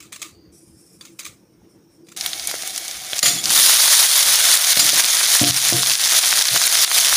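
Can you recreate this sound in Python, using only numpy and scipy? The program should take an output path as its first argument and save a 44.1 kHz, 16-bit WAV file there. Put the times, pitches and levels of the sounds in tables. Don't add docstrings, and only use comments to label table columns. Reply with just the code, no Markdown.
import sys
import numpy as np
from scipy import signal
from scipy.fft import rfft, irfft
from scipy.io import wavfile
from scipy.ndimage import uniform_filter1d, minimum_filter1d

SR = 44100
rng = np.random.default_rng(int(sys.argv[2]) if len(sys.argv) > 2 else 0)


def inscribe(sig):
    pcm = np.round(np.clip(np.atleast_2d(sig).T, -1, 1) * 32767)
    wavfile.write(sys.argv[1], SR, pcm.astype(np.int16))


def to_linear_factor(level_db):
    exponent = np.asarray(level_db, float) / 20
    return 10 ** exponent


N = 315756

# [f/Hz, level/dB per Hz]
ROOM_TONE = [(15, -77), (25, -37), (81, -14), (139, -6.5), (177, -4), (265, -11.5), (337, 0.5),
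             (380, -14.5), (428, -11), (642, -23.5), (1630, -32.5), (4230, -39), (5630, -37), (7500, -55),
             (9750, -85), (16500, -120)]
# [f/Hz, level/dB per Hz]
HIGH_HISS = [(3820, -36), (6500, 3), (7390, -16), (9100, -1), (10500, -18), (12000, 0), (12600, -12),
             (14500, -1), (15600, -2)]
# [t/s, hold/s, level/dB]
RUMBLES = [
    (3.226, 0.37, -41.5),
    (4.256, 0.06, -46),
    (4.775, 0.2, -42.5),
    (5.703, 0.078, -37),
]
# [t/s, level/dB]
HANDLING = [(0.03, -58), (0.36, -52), (0.5, -55), (0.72, -50), (0.99, -58), (1.31, -55), (1.62, -59),
            (1.93, -64), (2.25, -56), (2.44, -57), (2.97, -49), (3.96, -52), (4.3, -54), (4.88, -57),
            (5.1, -60), (6.06, -62), (6.82, -53), (7.14, -45)]
# [t/s, peak level/dB, crunch/s, tail level/dB]
CUTS = [(0.0024, -28, 0.0063, 1), (0.0258, -33, 0.0073, -6), (0.0514, -45, 0.0067, 0),
        (0.122, -24.5, 0.017, 4.5), (0.16, -18, 0.0062, -20), (0.194, -33, 0.0082, -12),
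        (0.2044, -38, 0.0094, -12), (0.2166, -13, 0.0079, -8.5), (0.226, -16, 0.006, -10.5),
        (0.2614, -38, 0.0061, -4), (1.009, -29, 0.0063, 0), (1.0509, -26.5, 0.0095, -4),
        (1.1897, -17.5, 0.014, -2.5), (1.2294, -33, 0.0074, -14), (1.2464, -23.5, 0.0097, -9),
        (1.2509, -24, 0.011, -13), (1.261, -20.5, 0.013, -9), (1.2804, -34, 0.0073, -14),
        (2.0666, -38, 0.008, -7), (2.085, -30, 0.007, -7), (2.1172, -27, 0.0078, -9)]
# [f/Hz, level/dB per Hz]
CRUNCH = [(350, -57), (600, -14.5), (799, -27), (1220, -3.5), (1520, -16), (1890, -9.5), (2290, -3.5),
          (2970, -10), (3950, -5.5), (4290, -9), (5640, -9.5), (6290, -4.5), (8970, -10), (13500, -21),
          (15700, -11)]
# [t/s, hold/s, thin hiss f/Hz, thin hiss level/dB, broad rub level/dB]
STROKES = [
    (0.31, 0.16, 4550, -62, -87),
    (0.517, .07, 5700, -58, -52.5),
    (0.6, 0.37, 5150, -67, -59.5),
    (0.743, 0.2, 5400, -64, -64),
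    (0.983, 0.35, 5400, -70, -60.5),
    (1.36, 0.66, 5500, -70, -74),
    (1.687, 0.033, 5500, -80, -66),
    (1.893, 0.069, 5500, -79, -68),
    (2.037, 0.077, 4900, -63, -66),
]
# [f/Hz, level/dB per Hz]
RUB = [(590, -54), (1000, -28), (1200, -19), (1700, -24), (2180, -17), (2420, -9), (2910, -29), (3150, -19),
       (4250, -18), (5350, -6), (6570, -9), (9380, -0.5), (13500, -17), (15600, -20)]
# [t/s, contact level/dB, hold/s, release/s]
CONTACTS = [
    (3.2285, -0.5, 0.0018, 0.0033),
    (3.237, -14, 0.02, 0.005),
    (3.2577, -8, 0.012, 0.0056),
    (3.278, -15.5, .012, 0.017),
    (3.309, -29.5, 0.09, 0.005),
    (4.768, -13, 0.0049, .003),
    (4.793, -7, 0.0056, 0.011),
]
# [f/Hz, level/dB, t60/s]
PLATE_MODES = [(2140, 6, 0.066), (3270, 2, 0.07), (3500, 16.5, 0.057), (4400, 12, 0.066), (4870, 17, 0.07),
               (5230, 13, 0.1), (5690, 9, 0.12), (6640, 8, 0.09), (6850, 14, 0.06), (7120, 15.5, 0.09),
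               (7600, 3, 0.15), (8600, 6, 0.15), (8900, 5, 0.12), (9800, 1, 0.12), (10080, 9, 0.18),
               (10940, -7, .15), (11700, 3, 0.13)]
# [t/s, peak level/dB, f/Hz, swell/s, t60/s]
TINKS = [
    (3.333, -18, 3560, .006, .08),
    (3.256, -6, 3520, .003, .04),
    (3.267, -8, 4350, .002, .04),
    (3.376, -10, 3390, 0.012, 0.08),
    (4.793, -12, 3970, 0.0018, 0.1),
    (4.812, -17, 3290, .005, 0.1),
    (1.0105, -33, 4660, .001, 0.037),
    (1.0096, -33, 3500, .001, 0.033),
    (5.335, -17, 4080, .008, .08),
]
# [t/s, peak level/dB, deep level/dB, ringing level/dB, bright level/dB]
KNOCKS = [(3.13, -45.5, -16, -12, 15), (3.234, -24.5, -20, -17, 6), (3.267, -36, 12, -3, -15),
          (3.502, -27, -7, -3, -13), (4.769, -20, -30, -17, -2.5), (4.828, -39, 5, 11, 4),
          (4.931, -44, -7, 7, 15), (5.413, -4, -5, -21, -17), (5.434, -22.5, -7, 5, 3),
          (5.493, -24, 15.5, -17, -12), (5.674, -48, 23, 3, -2), (5.724, -21.5, 4, 9, 0.5),
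          (5.74, -37.5, 23, 8, 2), (6.51, -47, 30, 0, -2), (6.545, -41.5, 17, 2, 15.5)]
# [f/Hz, level/dB, t60/s]
STOVE_DEEP = [(112, -22, .2), (131, -11, .5), (172, -18, .2)]
STOVE_BODY = [(243, -6, .09), (291, -11, .3), (205, -22, .2)]
STOVE_RING = [(345, -4, .33), (465, -16, .3)]
STOVE_BRIGHT = [(600, 11, 0.054), (703, 4.5, 0.28), (935, -10, 0.19), (1320, -40, 0.092)]
# [t/s, peak level/dB, f/Hz]
PLOPS = [(2.2615, -18, 2140), (2.3321, -45, 2220), (2.5134, -17.5, 1630), (2.5412, -19.5, 577),
         (2.6348, -19.5, 2150), (2.7782, -25, 1820), (3.1322, -18, 2180), (3.4563, -33, 1310),
         (3.508, -15, 1430), (3.6962, -12.5, 1180), (3.8816, -12, 1290), (4.0506, -18, 1320),
         (4.5884, -11, 1720), (4.7725, -11, 1950), (4.997, -3, 2030), (5.1449, -25, 1560),
         (5.2124, -11, 1580), (5.3538, -12, 1490), (5.8324, -7.5, 1490), (6.241, -10, 1470),
         (6.3276, -5, 1520), (6.5622, -5.5, 1380), (6.6159, -5.5, 1640), (6.6769, -11, 2290),
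         (6.754, -9, 1750), (6.8469, -23, 1760), (6.9152, -9, 1730), (7.0845, -23, 1520),
         (7.1278, -7.5, 1410)]
# [t/s, peak level/dB, f/Hz]
SNAPS = [(3.5215, 3.5, 9900), (3.5356, 1, 6600), (3.5652, 1.5, 9500), (4.0093, 3.5, 11400),
         (4.0589, -2, 9100), (4.0653, 4, 6000), (4.1039, 2, 6500), (4.2296, 2.5, 5200), (4.2659, 2.5, 9600),
         (4.2746, -2, 5100), (4.5554, 3.5, 8800), (4.5628, -5, 2800), (4.6758, -9, 4800),
         (4.6943, -9, 4300), (4.7145, -2.5, 9700), (4.7572, -3, 3900), (4.7739, 3.5, 4200),
         (4.8912, -1, 3500), (4.9593, -0.5, 5300), (4.9649, 3, 5600), (4.9974, -1.5, 5000),
         (5.0397, -1, 9900), (5.0451, 3, 3800), (5.0537, 2, 10600), (5.089, -5, 6400), (5.1467, -0.5, 9040),
         (5.1524, -6, 6800), (5.1993, -9, 4400), (5.2312, -2, 5200), (5.2404, 0.5, 5100), (5.258, -7, 4000),
         (5.2963, -4, 9000), (5.3175, -2, 6300), (5.3277, -0.5, 6600), (5.3701, 0, 6840), (5.3946, 0, 4200),
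         (5.4033, -5, 5200), (5.4144, -4, 5200), (5.4321, 1, 9100), (5.4404, 2.5, 3840),
         (5.4973, -3, 11200), (5.5209, -3.5, 5000), (5.5443, 0, 5700), (5.5756, 3, 4400), (5.584, -3, 6550),
         (5.6012, -4, 5300), (5.6168, -4, 7200), (5.6707, -2, 6650), (5.6861, -1, 7450),
         (5.6918, -0.5, 4930),
         (5.7009, -1, 9400), (5.7144, -10, 4200), (5.7674, -4, 5600), (5.8327, 4, 4360),
              (5.839, -7, 5300), (5.8535, -9, 9200), (5.8612, -4, 4700), (5.8718, -1, 5630),
              (5.8982, -1, 4100), (5.9064, -1.5, 4180), (5.9169, -3.5, 3500), (5.9366, 2.5, 5130),
              (5.9876, -3, 5600), (5.9966, -2, 4000), (6.0058, -10, 4000), (6.0151, -5, 5000),
              (6.0493, 1, 5640), (6.0589, 3, 5000), (6.0946, 0.5, 5900), (6.1209, 1, 5440),
              (6.2147, -2.5, 4500), (6.23, -3, 5800), (6.2364, 1, 4300), (6.3103, 5, 5300),
              (6.3277, -1.5, 3100), (6.338, 2.5, 5900), (6.3925, 2, 5300), (6.4125, -3, 5500),
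              (6.441, 3, 5300), (6.472, 0, 6600), (6.4843, 3, 4200), (6.531, 0, 10000), (6.5478, -5, 3700),
              (6.642, -5, 7000), (6.6697, 1.5, 9500), (6.6936, 0, 6800), (6.7719, -1, 5600),
              (6.7884, -1, 6330), (6.7942, 3, 5400), (6.7989, -2, 4800), (6.8068, -2, 6300),
              (6.8323, -1, 5600), (6.9155, 1.5, 2020), (6.9638, 1.5, 9000), (7.0128, 4, 5000),
              (7.0477, -3, 4560), (7.0618, -8, 4100), (7.07, 2, 6200), (7.083, -3, 3700),
              (7.137, 0.5, 6900)]
# [t/s, peak level/dB, f/Hz]
SPICE_POPS = [(2.1735, -12, 7400), (2.2105, -2, 5200), (2.2619, -3, 3800), (2.2622, -3, 11000),
              (2.2912, -18, 6300), (2.3323, -3.5, 3700), (2.378, -19, 6250), (2.3969, -7.5, 4600),
              (2.4353, -24, 3600), (2.4731, 0, 10100), (2.5138, -9, 9500), (2.5136, -9, 6260),
              (2.5413, -11, 1450), (2.5838, -17, 4600), (2.6225, -10, 6000), (2.6758, -7, 8600),
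              (2.7493, -11, 5040), (2.7616, -6, 6260), (2.7785, -1.5, 7540), (2.8812, -7.5, 6600),
              (2.9119, -8, 6300), (3.1325, -3, 3050), (3.162, -16, 6400), (3.1828, -4, 5630),
              (3.1913, 13.5, 6160), (3.4405, -3, 5530), (3.444, -8, 5200), (3.449, -10, 6700),
              (3.4566, 4, 4950)]
# [t/s, peak level/dB, f/Hz]
SLICE_POPS = [ (3.495, -1, 5330), (3.504, 2, 6300), (3.88, 2.5, 5000), (4.1923, 0, 5760),
              (4.2077, 6.5, 5550), (4.6469, 10.5, 5130), (4.7314, 9.5, 4100), (4.9037, 7.5, 5100),
              (5.006, 8.5, 5040), (5.024, 2, 4530), (5.062, 5.5, 6000), (5.1074, 8.5, 6630),
              (5.17, 4, 5170), (5.2635, 7, 4970), (5.4464, 5.5, 4540), (5.4908, 1, 6440),
              (5.509, 10.5, 4570), (5.7314, 5, 5700), (5.9543, 13, 5300), (6.0769, 8, 6100),
              (6.1925, 12, 5500), (6.4245, 12.5, 5540), (6.454, 7.5, 5540), (6.4886, 10.5, 4400),
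              (6.5775, 11.5, 5170), (6.6165, 11, 7100), (6.678, 10.5, 5100), (6.7547, 9.5, 4040),
              (6.8481, 16, 4440), (6.9803, 5, 6040)]
# [t/s, sizzle level/dB]
FRY = [(2.17, -35), (2.6, -33.5), (3.08, -35.5), (3.2, -27), (3.41, -34), (3.51, -19), (3.6, -15),
       (3.78, -15.5), (4.2, -17.5), (4.53, -16), (4.72, -16.5), (5.1, -19.5), (5.4, -19.5), (5.8, -21),
       (6.2, -15), (6.4, -17.5), (6.72, -15.5), (7.16, -18)]
# [t/s, hold/s, sizzle level/dB]
FLARES = [(2.23, 0.047, -27), (2.478, 0.033, -23), (3.9, 0.031, -26), (4.315, 0.11, -20),
          (4.452, 0.14, -18), (4.969, 0.027, -5.5), (5.167, 0.027, -26), (5.324, 0.03, -9),
          (5.554, 0.045, -9.5), (5.62, 0.073, -15.5), (6.574, .05, -18), (6.86, 0.14, -13),
          (7.082, 0.096, -22)]
# [f/Hz, level/dB per Hz]
SIZZLE = [(210, -51.5), (350, -15.5), (423, -20.5), (692, -9), (878, -10.5), (1970, -3.5), (2800, -6.5),
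          (3600, 2), (6380, 2), (7960, -4.5), (9180, 3.5), (10800, 2.5), (13700, -8), (14500, 0.5),
          (15600, -4.5)]
# [f/Hz, level/dB, t60/s]
PAN_MODES = [(702, -2.5, 0.028), (763, 6.5, 0.031), (1380, -10, 0.038), (2120, -8, 0.068), (2232, -1, 0.12),
             (2670, -14, .06)]

FRY_START_S = 2.164
LANDING_S, COVER_S = 3.5, 0.026
FIZZ_DB, CRACKLE_DB, PAN_DB, DROPLET_DB = (-4.5, -4), (-9, -9.5), (-12.5, -24), (-11, -5.5)
FRESH_FIZZ_DB, FRESH_DAMP_DB, FRESH_S = 3, -21.5, 0.62
FLARE_ATTACK_S, FLARE_RELEASE_S = 0.005, 0.017
STROKE_ATTACK_S, STROKE_RELEASE_S = 0.012, 0.03
RUMBLE_ATTACK_S, RUMBLE_RELEASE_S = 0.011, 0.074
HUM_DB, HUM_STEP_S = (-52, -59), 2.91
HISS_DB = -67
HANDLING_S, HANDLING_HZ = 0.042, 95
CEILING_DB, RELEASE_DB_S, CUTOFF_HZ = 2.5, 92, 15480


def rms_one(x):
    return x / np.sqrt(np.mean(x ** 2) + 1e-20)


def in_time(rows):
    s, *columns = np.transpose(rows)
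    return [np.interp(np.arange(N) / SR, s, column) for column in columns]


def swell(start_s, attack_s, hold_s, release_s):
    since = np.maximum(np.arange(N) / SR - start_s, 0)
    return (1 - np.exp(-since / attack_s)) * np.exp(-np.maximum(since - hold_s, 0) / release_s)


def step(at_s, width_s, pair_db):
    before_db, after_db = pair_db
    progress = (1 + np.tanh((np.arange(N) / SR - at_s) / width_s)) / 2
    return before_db + (after_db - before_db) * progress


def drift(rate_hz):
    r = np.exp(-2 * np.pi * rate_hz / SR)
    wander = signal.lfilter([1], [1, -2 * r, r * r], rng.standard_normal(N + SR))
    return rms_one(wander[SR:])


def grains(per_s, spread_db):
    sizes_db = spread_db * np.minimum(rng.exponential(1, N), 5)
    sizes = to_linear_factor(sizes_db) * rng.choice([-1, 1], N)
    return rms_one(sizes * (rng.random(N) < per_s / SR))


def colour(x, spectrum):
    hz, db = np.transpose(spectrum)
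    size = 8192
    log_hz = np.log(np.fft.rfftfreq(size, 1 / SR) + 1)
    log_gain = np.interp(log_hz, np.log(hz), db) * np.log(10) / 20
    cepstrum = irfft(log_gain)
    cepstrum[1:size // 2] *= 2
    cepstrum[size // 2 + 1:] = 0
    return signal.fftconvolve(x, irfft(np.exp(rfft(cepstrum))))[:N]


def split(x, low_hz, high_hz):
    bands = []
    for hz, kind in (low_hz, "low"), ([low_hz, high_hz], "band"), (high_hz, "high"):
        sos = signal.butter(3, hz, kind, fs=SR, output="sos")
        bands.append(rms_one(signal.sosfilt(sos, x)))
    return bands


def mottle(x, depth_db, patch_bins=3.0, patch_frames=4.0):
    cells = signal.stft(x, nperseg=512)[2]
    field = uniform_filter1d(rng.standard_normal(cells.shape), max(round(patch_bins), 1), axis=0)
    field = uniform_filter1d(field, max(round(patch_frames), 1), axis=1)
    patchy = signal.istft(cells * to_linear_factor(depth_db * rms_one(field)), nperseg=512)[1][:N]
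    return rms_one(patchy) * np.std(x)


def ring(clicks, hz, t60):
    r = to_linear_factor(-60 / (t60 * SR))
    w = 2 * np.pi * min(hz, 0.45 * SR) / SR
    return signal.lfilter([0, np.sin(w)], [1, -2 * r * np.cos(w), r * r], clicks + 1e-18)


def strike(modes, clicks):
    return sum(to_linear_factor(db) * ring(clicks, hz, t60) for hz, db, t60 in modes)


def house():
    level = to_linear_factor(step(HUM_STEP_S, 0.11, HUM_DB))
    for s, hold_s, db in RUMBLES:
        level += to_linear_factor(db) * swell(s, RUMBLE_ATTACK_S, hold_s, RUMBLE_RELEASE_S)
    lumps = to_linear_factor(0.96 * drift(12) + 0.37 * drift(5.0))
    hum = level * lumps * rms_one(colour(rng.standard_normal(N), ROOM_TONE))
    return hum + to_linear_factor(HISS_DB - 1.5) * rms_one(colour(rng.standard_normal(N), HIGH_HISS))


def handling():
    sos = signal.butter(2, [50.0, HANDLING_HZ], "band", fs=SR, output="sos")
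    low = signal.sosfilt(sos, rng.standard_normal(N))
    t = np.arange(N) / SR
    return rms_one(low) * sum(to_linear_factor(db) * np.exp(-((t - s) / HANDLING_S) ** 2) for s, db in HANDLING)


def sliding():
    sos = signal.butter(3, 250, fs=SR, output="sos")
    band = rms_one(signal.sosfilt(sos, rng.standard_normal((2, N))))
    rub = rms_one(colour(rng.standard_normal(N), RUB))
    out = np.zeros(N)
    for s, hold_s, hz, thin_db, rub_db in STROKES:
        phase = 2 * np.pi * hz * np.arange(N) / SR
        thin = band[0] * np.cos(phase) + band[1] * np.sin(phase)
        envelope = swell(s, STROKE_ATTACK_S, hold_s, STROKE_RELEASE_S)
        out += envelope * (to_linear_factor(thin_db) * thin + to_linear_factor(rub_db) * rub)
    return out * to_linear_factor(1.0 * drift(30))


def knife():
    t, shape = np.arange(N) / SR, np.zeros(N)
    for s, db, crunch_s, tail_db in CUTS:
        since = np.maximum(t - s, 0)
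        crunch = np.exp(-(since / max(crunch_s, 0.001)) ** 2)
        tail = to_linear_factor(tail_db) * np.exp(-since / 0.035)
        shape += to_linear_factor(db - 14.0) * (1 - np.exp(-since / 0.0011)) * (crunch + tail)
    ruptures = rms_one(colour(grains(9000, spread_db=3.0), CRUNCH))
    return shape * ruptures * (t < FRY_START_S)


def plate():
    envelope = sum(to_linear_factor(db) * swell(s, 0.00029, hold_s, release_s) for s, db, hold_s, release_s in CONTACTS)
    contact = envelope * grains(20000, spread_db=2.5)
    ringing = mottle(strike(PLATE_MODES, contact), depth_db=4.5, patch_bins=1, patch_frames=2)
    scrape = colour(contact, CRUNCH) * to_linear_factor(4) + colour(contact, SIZZLE) * to_linear_factor(-1)
    return to_linear_factor(-44) * ringing + scrape


def tinks():
    t, out = np.arange(N) / SR, np.zeros(N)
    waver = 0.8 * drift(60)
    for s, db, hz, swell_s, t60 in TINKS:
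        since = np.maximum(t - s, 0)
        envelope = to_linear_factor(db - 60 * since / t60) * (1 - np.exp(-(since / swell_s) ** 2))
        out += envelope * np.sin(2 * np.pi * hz * since + waver)
    return out * to_linear_factor(2.0 * drift(80))


def knocks():
    s, db, deep_db, ring_db, bright_db = np.transpose(KNOCKS)
    out = np.zeros(N)
    rattle = to_linear_factor(-38) * rng.standard_normal(9000) * np.exp(-np.arange(9000) / SR / 0.04)
    rattle[0] = 1
    groups = (STOVE_DEEP, deep_db), (STOVE_BODY, 0), (STOVE_RING, ring_db), (STOVE_BRIGHT, bright_db)
    for modes, share_db in groups:
        blows = np.zeros(N)
        blows[np.round(s * SR).astype(int)] = to_linear_factor(db + share_db)
        rattling = signal.fftconvolve(blows, rattle)[:N]
        soft = signal.lfilter([0.0036], [1, -1.88, 0.8836], rattling)
        out += strike(modes, soft)
    out = signal.sosfilt(signal.butter(4, 105, "high", fs=SR, output="sos"), out)
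    return out * to_linear_factor(1.2 * drift(35))


def spits(table, cycles, splash_db, low_cut_hz):
    size = 900
    out, t = np.zeros(N + size), np.arange(size) / SR
    chance = rng.standard_normal((len(table), size))
    for (s, db, hz), noise in zip(table, chance):
        spray = rms_one(ring(noise, hz, 2.7 / hz))
        turns = hz * t
        rise = 1 - np.exp(-(turns / 0.76) ** 2)
        burst = np.sin(2 * np.pi * turns) * rise * to_linear_factor(-60 * (turns - 1) / cycles)
        burst[52:] += 0.053 * burst[:-52]
        burst += to_linear_factor(splash_db) * spray * np.exp(-t / 0.0035)
        at = round((s - 0.6 / hz) * SR)
        out[at:at + size] += to_linear_factor(db + 0.5) * burst
    return signal.sosfilt(signal.butter(2, low_cut_hz, "high", fs=SR, output="sos"), out[:N])


def bubbles(clicks, cycles, count):
    pitches, dealt = np.geomspace(500, 16000, count), rng.integers(0, count, N)
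    total = np.zeros(N)
    for k, hz in enumerate(pitches):
        total += np.sqrt(hz) * rms_one(ring(clicks * (dealt == k), hz, cycles / hz))
    return rms_one(total)


def sizzle():
    level_db, = in_time(FRY)
    vigour = to_linear_factor(level_db)
    for s, hold_s, db in FLARES:
        vigour += to_linear_factor(db - 15) * swell(s, FLARE_ATTACK_S, hold_s, FLARE_RELEASE_S)
    fresh = swell(LANDING_S, COVER_S, 0, FRESH_S)
    fizz_db = step(LANDING_S, COVER_S, FIZZ_DB) + FRESH_FIZZ_DB * fresh
    crackle_db = step(LANDING_S, COVER_S, CRACKLE_DB)
    pan_db = step(LANDING_S, COVER_S, PAN_DB) + FRESH_DAMP_DB * fresh

    bursts = grains(9000 * to_linear_factor(2.2 * drift(30)), spread_db=3.5)
    singing = bubbles(grains(1400, spread_db=3.5), cycles=89.0, count=48)
    droplets = bubbles(grains(220, spread_db=3.0), cycles=1.8, count=7)
    steam = rng.standard_normal(N)
    bed = bubbles(bursts, cycles=2.3, count=20) + to_linear_factor(-6.5) * singing + to_linear_factor(-0.5) * steam
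    bed += to_linear_factor(step(LANDING_S, COVER_S, DROPLET_DB)) * droplets
    bed = mottle(colour(bed, SIZZLE), depth_db=1.0) * to_linear_factor(0.9 * drift(19.0))

    low, middle, high = split(bed, 3010, 7350)
    parts = middle + to_linear_factor(fizz_db + 0.1 * drift(26)) * high
    parts += to_linear_factor(crackle_db + 1.14 * drift(32.0)) * low
    parts += to_linear_factor(pan_db + 2.1 * drift(17)) * rms_one(strike(PAN_MODES, bursts))
    return to_linear_factor(3.5) * vigour * parts * (np.arange(N) > FRY_START_S * SR)


def scene():
    faint = mottle(house(), depth_db=2.5, patch_bins=1.6, patch_frames=9.0)
    faint += mottle(sliding(), depth_db=4.0, patch_bins=1.4, patch_frames=12.0)
    cuts = mottle(knife(), depth_db=3.0, patch_bins=2.4, patch_frames=3.0)
    steel = plate() + tinks() + knocks() + handling()
    frying = sizzle()
    frying += spits(SPICE_POPS, cycles=5.5, splash_db=-14, low_cut_hz=2300)
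    frying += spits(SLICE_POPS, cycles=3.73, splash_db=-19, low_cut_hz=1470)
    frying += spits(PLOPS, cycles=2.4, splash_db=-26, low_cut_hz=280)
    frying += to_linear_factor(1.5) * spits(SNAPS, cycles=2.89, splash_db=-18, low_cut_hz=830)
    return (frying + steel + faint + cuts)[None]


def top_cut(x):
    return signal.sosfilt(signal.butter(12, 16850, fs=SR, output="sos"), x)


def record(dry):
    climb_db = RELEASE_DB_S * np.arange(N) / SR
    over_db = np.maximum(20 * np.log10(np.abs(dry[0]) + 1e-9) - CEILING_DB, 0)
    duck_db = np.maximum(np.maximum.accumulate(over_db + climb_db) - climb_db, 0)
    ahead_db = uniform_filter1d(duck_db, size=48, origin=-24)
    held = np.clip(dry * to_linear_factor(-ahead_db), -0.93, 0.93)
    held = signal.sosfilt(signal.butter(1, 45, "high", fs=SR, output="sos"), held)
    held = signal.sosfilt(signal.ellip(12, 0.5, 50, CUTOFF_HZ, fs=SR, output="sos"), held)
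    room_left = minimum_filter1d(0.985 / np.maximum(np.abs(held), 0.985), size=129)
    guard = 1 + np.convolve(room_left[0] - 1, np.hanning(129) / 64, "same")
    return top_cut(held * guard)


dry = scene()
out = record(dry)
inscribe(out)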